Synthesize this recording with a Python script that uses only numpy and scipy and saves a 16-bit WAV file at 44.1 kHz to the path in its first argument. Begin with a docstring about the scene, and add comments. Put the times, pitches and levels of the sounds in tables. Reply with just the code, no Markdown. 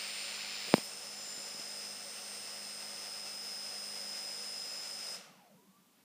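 """Small propeller motor, powered and then coasting down

A small brushless motor on a plastic box spins a two-blade propeller on a tiled floor, close to a microphone.
Its drive whines and whistles (wavering sines) over a low hum and a rush of air (shaped noise that the blades chop).
An early rasp of pulsing noise dies away just after a sharp knock; there are also weaker knocks and scuffs.
Then the power is cut: the rotor coasts down, shaking the box, and a faint thin whistle rises in the quiet."""
import sys
import numpy as np
from scipy import signal
from scipy.fft import rfft, irfft
from scipy.io import wavfile
from scipy.ndimage import map_coordinates

SR = 44100
rng = np.random.default_rng(int(sys.argv[2]) if len(sys.argv) > 2 else 0)


def dump(signal):
    """Clip the signal to [-1, 1] and save it as 16-bit WAV at the path in sys.argv[1]."""
    limited = np.clip(np.atleast_2d(signal).T, -1, 1)
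    pcm = np.round(limited * 32767).astype(np.int16)
    wavfile.write(sys.argv[1], SR, pcm)


N = 266344
T = np.arange(N) / SR  # time of every sample, s
HZ = np.fft.rfftfreq(N, 1 / SR)  # frequency of every bin of a full-length spectrum
SHAFT_HZ = 51.288  # turns per second at full speed
CUT_S = 5.155  # when the power is cut


def amp(db):
    """Turns decibels into a gain."""
    return 10 ** (np.asarray(db) / 20)


def unit(x):
    """Scales a signal to rms 1."""
    return x / np.sqrt(np.mean(abs(x) ** 2) + 1e-20)


def curve(rows):
    """Joins rows of (seconds, values..) by straight lines: one curve over time per value column."""
    seconds, *columns = np.transpose(rows)
    return [np.interp(T, seconds, column) for column in columns]


def read(points, hz):
    """Reads a spectrum of (Hz, value) points at any frequency, along a log-frequency axis."""
    point_hz, values = np.transpose(points)
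    return np.interp(np.log(hz + 1), np.log(point_hz), values)


def noise(db):
    """Makes noise of rms 1 with the given spectrum in dB."""
    return unit(irfft(rfft(rng.standard_normal(N)) * amp(db), N))


def drift(rate_hz):
    """Makes a random wander of rms 1 that holds little movement faster than the given rate."""
    return unit(irfft(rfft(rng.standard_normal(N)) * np.exp(-(HZ / rate_hz) ** 2), N))


def tone(turns):
    """Makes a sine of rms 1 from a count of cycles, starting anywhere in its cycle."""
    return np.sqrt(2) * np.sin(2 * np.pi * (turns + rng.random()))


def lines(table, turns, waver_db, carrier=0, wander=0):
    """Adds sines at whole multiples of the shaft rate around a carrier, each wavering by itself."""
    total = 0
    for multiple, db in table:
        level = amp(db + waver_db * drift(3.4))
        cycles = carrier + round(multiple) * turns + wander * drift(5.1)
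        total = total + level * tone(cycles)
    return total


def room():
    """The quiet room: steady noise, strongest in the low range."""
    # Shape of the room noise. Each row: frequency in Hz, relative level in dB.
    room_shape = [(18, -55), (30, -30), (119, -13), (185, 0.5), (281, -3), (346, -8), (511, -12),
                  (1000, -10.5), (1170, -13.5), (1690, -16.5), (2920, -16), (7830, -18), (9390, -18.5),
                  (15000, -18.5)]
    return amp(-68) * noise(read(room_shape, HZ))


def scuffs():
    """Short rubs and swishes, dull or hissy: bands of noise that swell and fade."""
    # Each row: middle in seconds, half length in seconds, centre in Hz, width in octaves, level in dB.
    rubs = [(.686, .013, 450, .7, -50), (.733, .012, 500, .9, -47), (.768, .02, 450, .9, -51),
            (.75, .012, 11000, .5, -50), (.773, .012, 11500, .45, -52), (.851, .018, 11500, .28, -55),
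            (5.99, .04, 2200, .9, -75)]
    octaves = np.log2(HZ + 1)
    out = np.zeros(N)
    for middle_s, half_s, centre_hz, width, db in rubs:
        swell = np.exp(-((T - middle_s) / half_s) ** 2)
        distance = (octaves - np.log2(centre_hz)) / width
        out += amp(db) * swell * noise(-np.minimum(4 * distance ** 2, 100))
    return out


def knocks(turn_hz=170, size=4096):
    """Dead blows close to the microphone: a crack, then a short low push of opposite sign."""
    # The blows. Each row: start in seconds, peak in dB, treble tilt in dB per octave.
    blows = [(.681, -48, -4), (.7401, -4.3, 0), (.7812, -26, .8), (1.044, -53, -4), (1.275, -47, -1),
             (1.353, -47, -3), (1.378, -44, -4), (1.398, -48, -3), (1.546, -46, -4), (1.595, -45, -5)]
    # Spectrum that all blows share before their tilt. Each row: frequency in Hz, relative level in dB.
    blow_shape = [(30, -25), (85, -21), (140, -4), (215, 5), (330, 1), (620, -1.5), (1000, -8.5),
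                  (1500, -16), (2200, -13.5), (3300, -23.5), (4600, -17.5), (6000, -37), (10000, -35.5),
                  (15000, -53.5)]
    hz = np.fft.fftfreq(size, 1 / SR)
    lag = (turn_hz - 1j * hz) / (turn_hz + 1j * hz)  # the bass arrives behind the crack
    out = np.zeros(N)
    for start_s, peak_db, tilt_db in blows:
        shape_db = read(blow_shape, abs(hz)) + tilt_db * np.log2(1 + abs(hz) / 250)
        log_gain = np.log(amp(shape_db))
        response = np.exp(np.conj(signal.hilbert(log_gain)))  # makes the ring follow the hit, never lead it
        blow = np.fft.ifft(lag * response).real
        out[round(start_s * SR):][:size] += amp(peak_db) * blow / abs(blow).max()
    return out


def thin_whistle():
    """A faint, nearly pure tone that rises in pitch and fades."""
    # Path of the tone. Each row: time in seconds, pitch in Hz, level in dB.
    path = [(5.55, 850, -92), (5.595, 965, -70), (5.64, 990, -79), (5.7, 1110, -79), (5.77, 1170, -72),
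            (5.81, 1180, -81), (5.87, 1180, -81), (5.95, 1170, -92)]
    hz, db = curve(path)
    cycles = np.cumsum(hz) / SR + .12 * drift(45)
    sounding = (T > path[0][0]) * (T < path[-1][0])
    return amp(db + 2 * drift(25)) * tone(cycles) * sounding


def coast():
    """Share of full speed: steady until the cut, then slowed by drag (speed squared) and constant friction."""
    drag, friction = 3.75, .72  # share of full speed lost per second: to air at full speed, to friction
    balance = np.sqrt(friction / drag)  # the speed at which both brake equally
    angle = np.arctan(1 / balance) - drag * balance * np.maximum(T - CUT_S, 0)
    return balance * np.tan(np.maximum(angle, 0))


def coasting(turns, speed, box_hz=190, flutter_db=3, smear=0.18):
    """Magnetic cogging glides down unevenly while the shaken box booms in pulses at its own resonance."""
    # Jolts of the box. Each row: middle in seconds, half length in seconds, level in dB.
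    jolts = [(5.19, .02, -62), (5.307, .018, -61), (5.384, 0.033, -65), (5.545, 0.042, -64),
             (5.694, 0.023, -62), (5.792, 0.034, -69.5)]
    cogs = 42  # magnetic catches per turn
    best_hz, best_db, fall_db = 770, -68, 6  # loudest pitch, its level, fall per squared octave from it
    octaves = np.log2(cogs * SHAFT_HZ * (speed + 1e-6) / best_hz)
    cogging_level = amp(best_db - fall_db * octaves ** 2 + flutter_db * drift(30))
    cogging = cogging_level * tone(cogs * turns + smear * drift(50))
    shake = sum(amp(db) * np.exp(-((T - middle_s) / half_s) ** 2) for middle_s, half_s, db in jolts)
    boom = shake * tone(box_hz * T + 0.16 * drift(35))
    return (cogging + boom) * (T > CUT_S)


def rasp(turns):
    """A bright rasp: noise that pulses twice a turn, holds until just after the sharp knock, then dies."""
    # Colour of the rasp. Each row: frequency in Hz, relative level in dB.
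    rasp_shape = [(150, -54.5), (600, -17), (1200, -7), (1800, -3.5), (2200, 3), (2700, 3.5), (3350, -1),
                  (3800, 1), (4600, 2.5), (5200, 2), (5900, -18.5), (9000, -47.5)]
    hold_db, end_s, fall_db_per_s = -44, .755, 130.5
    level_db = hold_db - fall_db_per_s * np.maximum(T - end_s, 0)
    pulse = 1 + 0.16 * np.cos(4 * np.pi * turns)
    return noise(read(rasp_shape, HZ)) * amp(level_db) * pulse


def bearing(turns, size=860):
    """The same rough track passes on every turn: white noise that repeats at the shaft rate."""
    track = rng.standard_normal(size)
    return unit(map_coordinates(track, [turns % 1 * size], mode="grid-wrap"))


def air(turns, speed):
    """Turbulence chopped by two blades, with bearing roughness; as the rotor slows, the treble dies first."""
    # Broad shape of the rush. Each row: frequency in Hz, relative level in dB.
    rush_shape = [(50, -39.5), (110, -22.5), (190, -10.5), (420, -10.5), (490, -1.5), (780, -1.5),
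                  (1000, -7), (1300, -3), (4000, -4), (5600, 0.5), (7000, -5.5), (9300, -7.5), (11300, -15),
                  (15300, -18)]
    # Bumps and dips that the box and floor give it. Each row: centre in Hz, width in Hz, change in dB.
    bumps = [(480, 14, 6), (516, 15, -5), (559, 13, 4), (750, 16, 3.5), (1683, 78, -3), (2090, 58, 1.5),
             (2685, 58, 5), (2940, 85, 3), (3060, 54, -0.5), (4600, 150, -0.5)]
    full_speed_db = -48.5
    colour_db = sum(db * np.exp(-.5 * ((HZ - hz) / width) ** 2) for hz, width, db in bumps)
    bearing_db = read([(300, -4.0), (700, -5.5), (2500, -10.5), (6500, -12.5), (12000, -10.5)], HZ)
    source = rfft(rng.standard_normal(N)) + amp(bearing_db) * rfft(bearing(turns))
    rush = unit(irfft(source * amp(read(rush_shape, HZ) + colour_db), N))
    chop = 1 + .09 * np.cos(4 * np.pi * turns)
    rush *= amp(full_speed_db + 0.68 * drift(14.4)) * chop

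    # Each band's gain is a power of the speed, and the power grows towards the treble.
    hz, seconds, bands = signal.stft(rush, SR, nperseg=512)
    power = read([(200, 1.7), (900, 1.75), (2500, 2.3), (6000, 3.26), (12000, 4.0)], hz)
    bands *= np.interp(seconds, T, speed + 1e-6) ** power[:, None]
    return signal.istft(bands, SR, nperseg=512)[1][:N]


def hum(turns):
    """Low hum of unbalance and blade passing: wavering sines at multiples of the shaft rate."""
    # Each row: multiple of the shaft rate, level in dB.
    hum_lines = [(2, -80), (3, -79), (4, -67), (5, -81), (6, -77.5), (8, -73.5), (11, -77), (14, -74)]
    return lines(hum_lines, turns, waver_db=1.5)


def whistle(turns, gain_db=1.05, waver_db=0.54):
    """A drive tone near 5 kHz, split by the turning rotor; its upper sidebands are fuzzy, then cleaner."""
    # Pitch of the carrier. Each row: time in seconds, pitch in Hz.
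    pitch_path = [(.9, 5083), (1.7, 5077), (3.9, 5078), (4.2, 5070), (4.6, 5072), (4.95, 5078)]
    # Level of the core before gain_db. Each row: time in seconds, level in dB.
    core_path = [(0.0, -52.5), (0.2, -56), (0.64, -54), (0.74, -47), (0.91, -56.5), (1.07, -54),
                 (1.8, -47.5), (2.04, -55), (3.53, -47), (5.13, -47)]
    # Core lines. Each row: distance from the carrier in shaft rates, relative level in dB.
    core_lines = [(-2, -11), (-1, -5), (0, 2.5)]
    # Upper sidebands. Each row: distance from the carrier in shaft rates, relative level in dB.
    upper_lines = [(1, -19.5), (2, 3), (3, 7), (4, -0.5), (5, 3.5), (6, -14), (7, -4)]
    upper_mean_db, follow = -52, .1  # follow: share of the core's swells that the sidebands copy
    fuzz_early, fuzz_late, settle_s = 0.49, 0.29, 1.9  # fuzzy share from 0 to 1, and the time to settle

    carrier = np.cumsum(curve(pitch_path)[0]) / SR
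    core_db = curve(core_path)[0] + gain_db + waver_db * drift(7.6)
    upper_db = upper_mean_db + follow * (core_db - core_db.mean()) + waver_db * drift(7)
    fuzz = fuzz_late + (fuzz_early - fuzz_late) * np.exp(-(T / settle_s) ** 2)
    core = unit(lines(core_lines, turns, waver_db=0.0, carrier=carrier, wander=0.025))
    clean = unit(lines(upper_lines, turns, waver_db=2.5, carrier=carrier, wander=.07))
    haze = noise(-np.minimum(3 * ((HZ - 5240) / 130) ** 2, 100))  # narrow noise around 5240 Hz
    haze = unit(haze * (1 + 0.87 * np.cos(4 * np.pi * turns)))  # pulses twice a turn
    upper = np.sqrt(1 - fuzz) * clean + amp(-1.5) * np.sqrt(fuzz) * haze
    return amp(core_db) * core + amp(upper_db) * upper


def commutation(turns, strong_db=2.0, waver_db=0.94):
    """Switching of the coils: high lines, the strong ones throbbing once a turn."""
    # The three strong lines, as multiples of the shaft rate.
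    strong_multiples = (140, 168, 294)
    # Their levels before strong_db, as the hand-held microphone drifts.
    # Each row: time in seconds, level in dB.
    low_path = [(0.0, -60), (0.13, -55), (0.77, -55.5), (0.83, -61), (1.06, -63), (1.3, -52), (2.3, -72.5),
                (4.83, -59), (5.13, -62)]
    mid_path = [(0.0, -53), (0.23, -53), (0.58, -68), (0.74, -50), (0.81, -55), (1.24, -62), (2.07, -54.5),
                (4.79, -58), (5.13, -56.5)]
    top_path = [(0.0, -66), (0.51, -72), (0.77, -63), (0.91, -73), (3.86, -69), (5.13, -75)]
    # The weak lines of the drive. Each row: multiple of the shaft rate, level in dB.
    weak_lines = [(119, -68), (141, -68), (152, -80), (154, -80), (156, -82.5), (161, -82.5), (167, -69),
                  (182, -67.5), (189, -77.5), (209, -79), (210, -71), (211, -76.5), (225, -81.5),
                  (251, -82.5), (252, -82), (260, -88.5), (266, -82), (280, -81), (290, -86), (296, -83)]
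    strong = np.zeros(N)
    for multiple, path in zip(strong_multiples, (low_path, mid_path, top_path)):
        level_db = strong_db + curve(path)[0] + waver_db * drift(6)
        strong += amp(level_db) * tone(multiple * turns)
    throb = 1 + 0.098 * np.cos(2 * np.pi * turns)
    return strong * throb + lines(weak_lines, turns, waver_db=2.5)


def power_fade():
    """Gain of the electric tones: after the cut the direct sound goes first, then the room's ring dies."""
    direct_loss_db, direct_loss_s, ring_fall_db_per_s = 6, .02, 230
    since_cut = np.maximum(T - CUT_S, 0)
    direct_db = -direct_loss_db * np.minimum(since_cut / direct_loss_s, 1)
    return amp(direct_db - ring_fall_db_per_s * since_cut)


def scene():
    """Adds the motor to the room: air, rasp and coasting follow the rotor, electric tones keep their pitch."""
    speed = coast()
    turns = np.cumsum(SHAFT_HZ * speed) / SR + 0.00027 * drift(6)  # slows after the cut
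    driven = SHAFT_HZ * T + .0003 * drift(5.4)  # stays at full speed
    background = room() + scuffs() + knocks() + thin_whistle()
    rotor = coasting(turns, speed) + rasp(turns) + air(turns, speed)
    electric = power_fade() * (hum(driven) + whistle(driven) + commutation(driven))
    return np.tile(background + rotor + electric, (2, 1))


def record(dry):
    """One microphone on both channels, with a steep treble limit."""
    edge_hz = 15350
    low_pass = signal.firwin(1023, edge_hz, window=("kaiser", 9), fs=SR)
    return signal.oaconvolve(dry, low_pass[None], "same")


dry = scene()
out = record(dry)
dump(out)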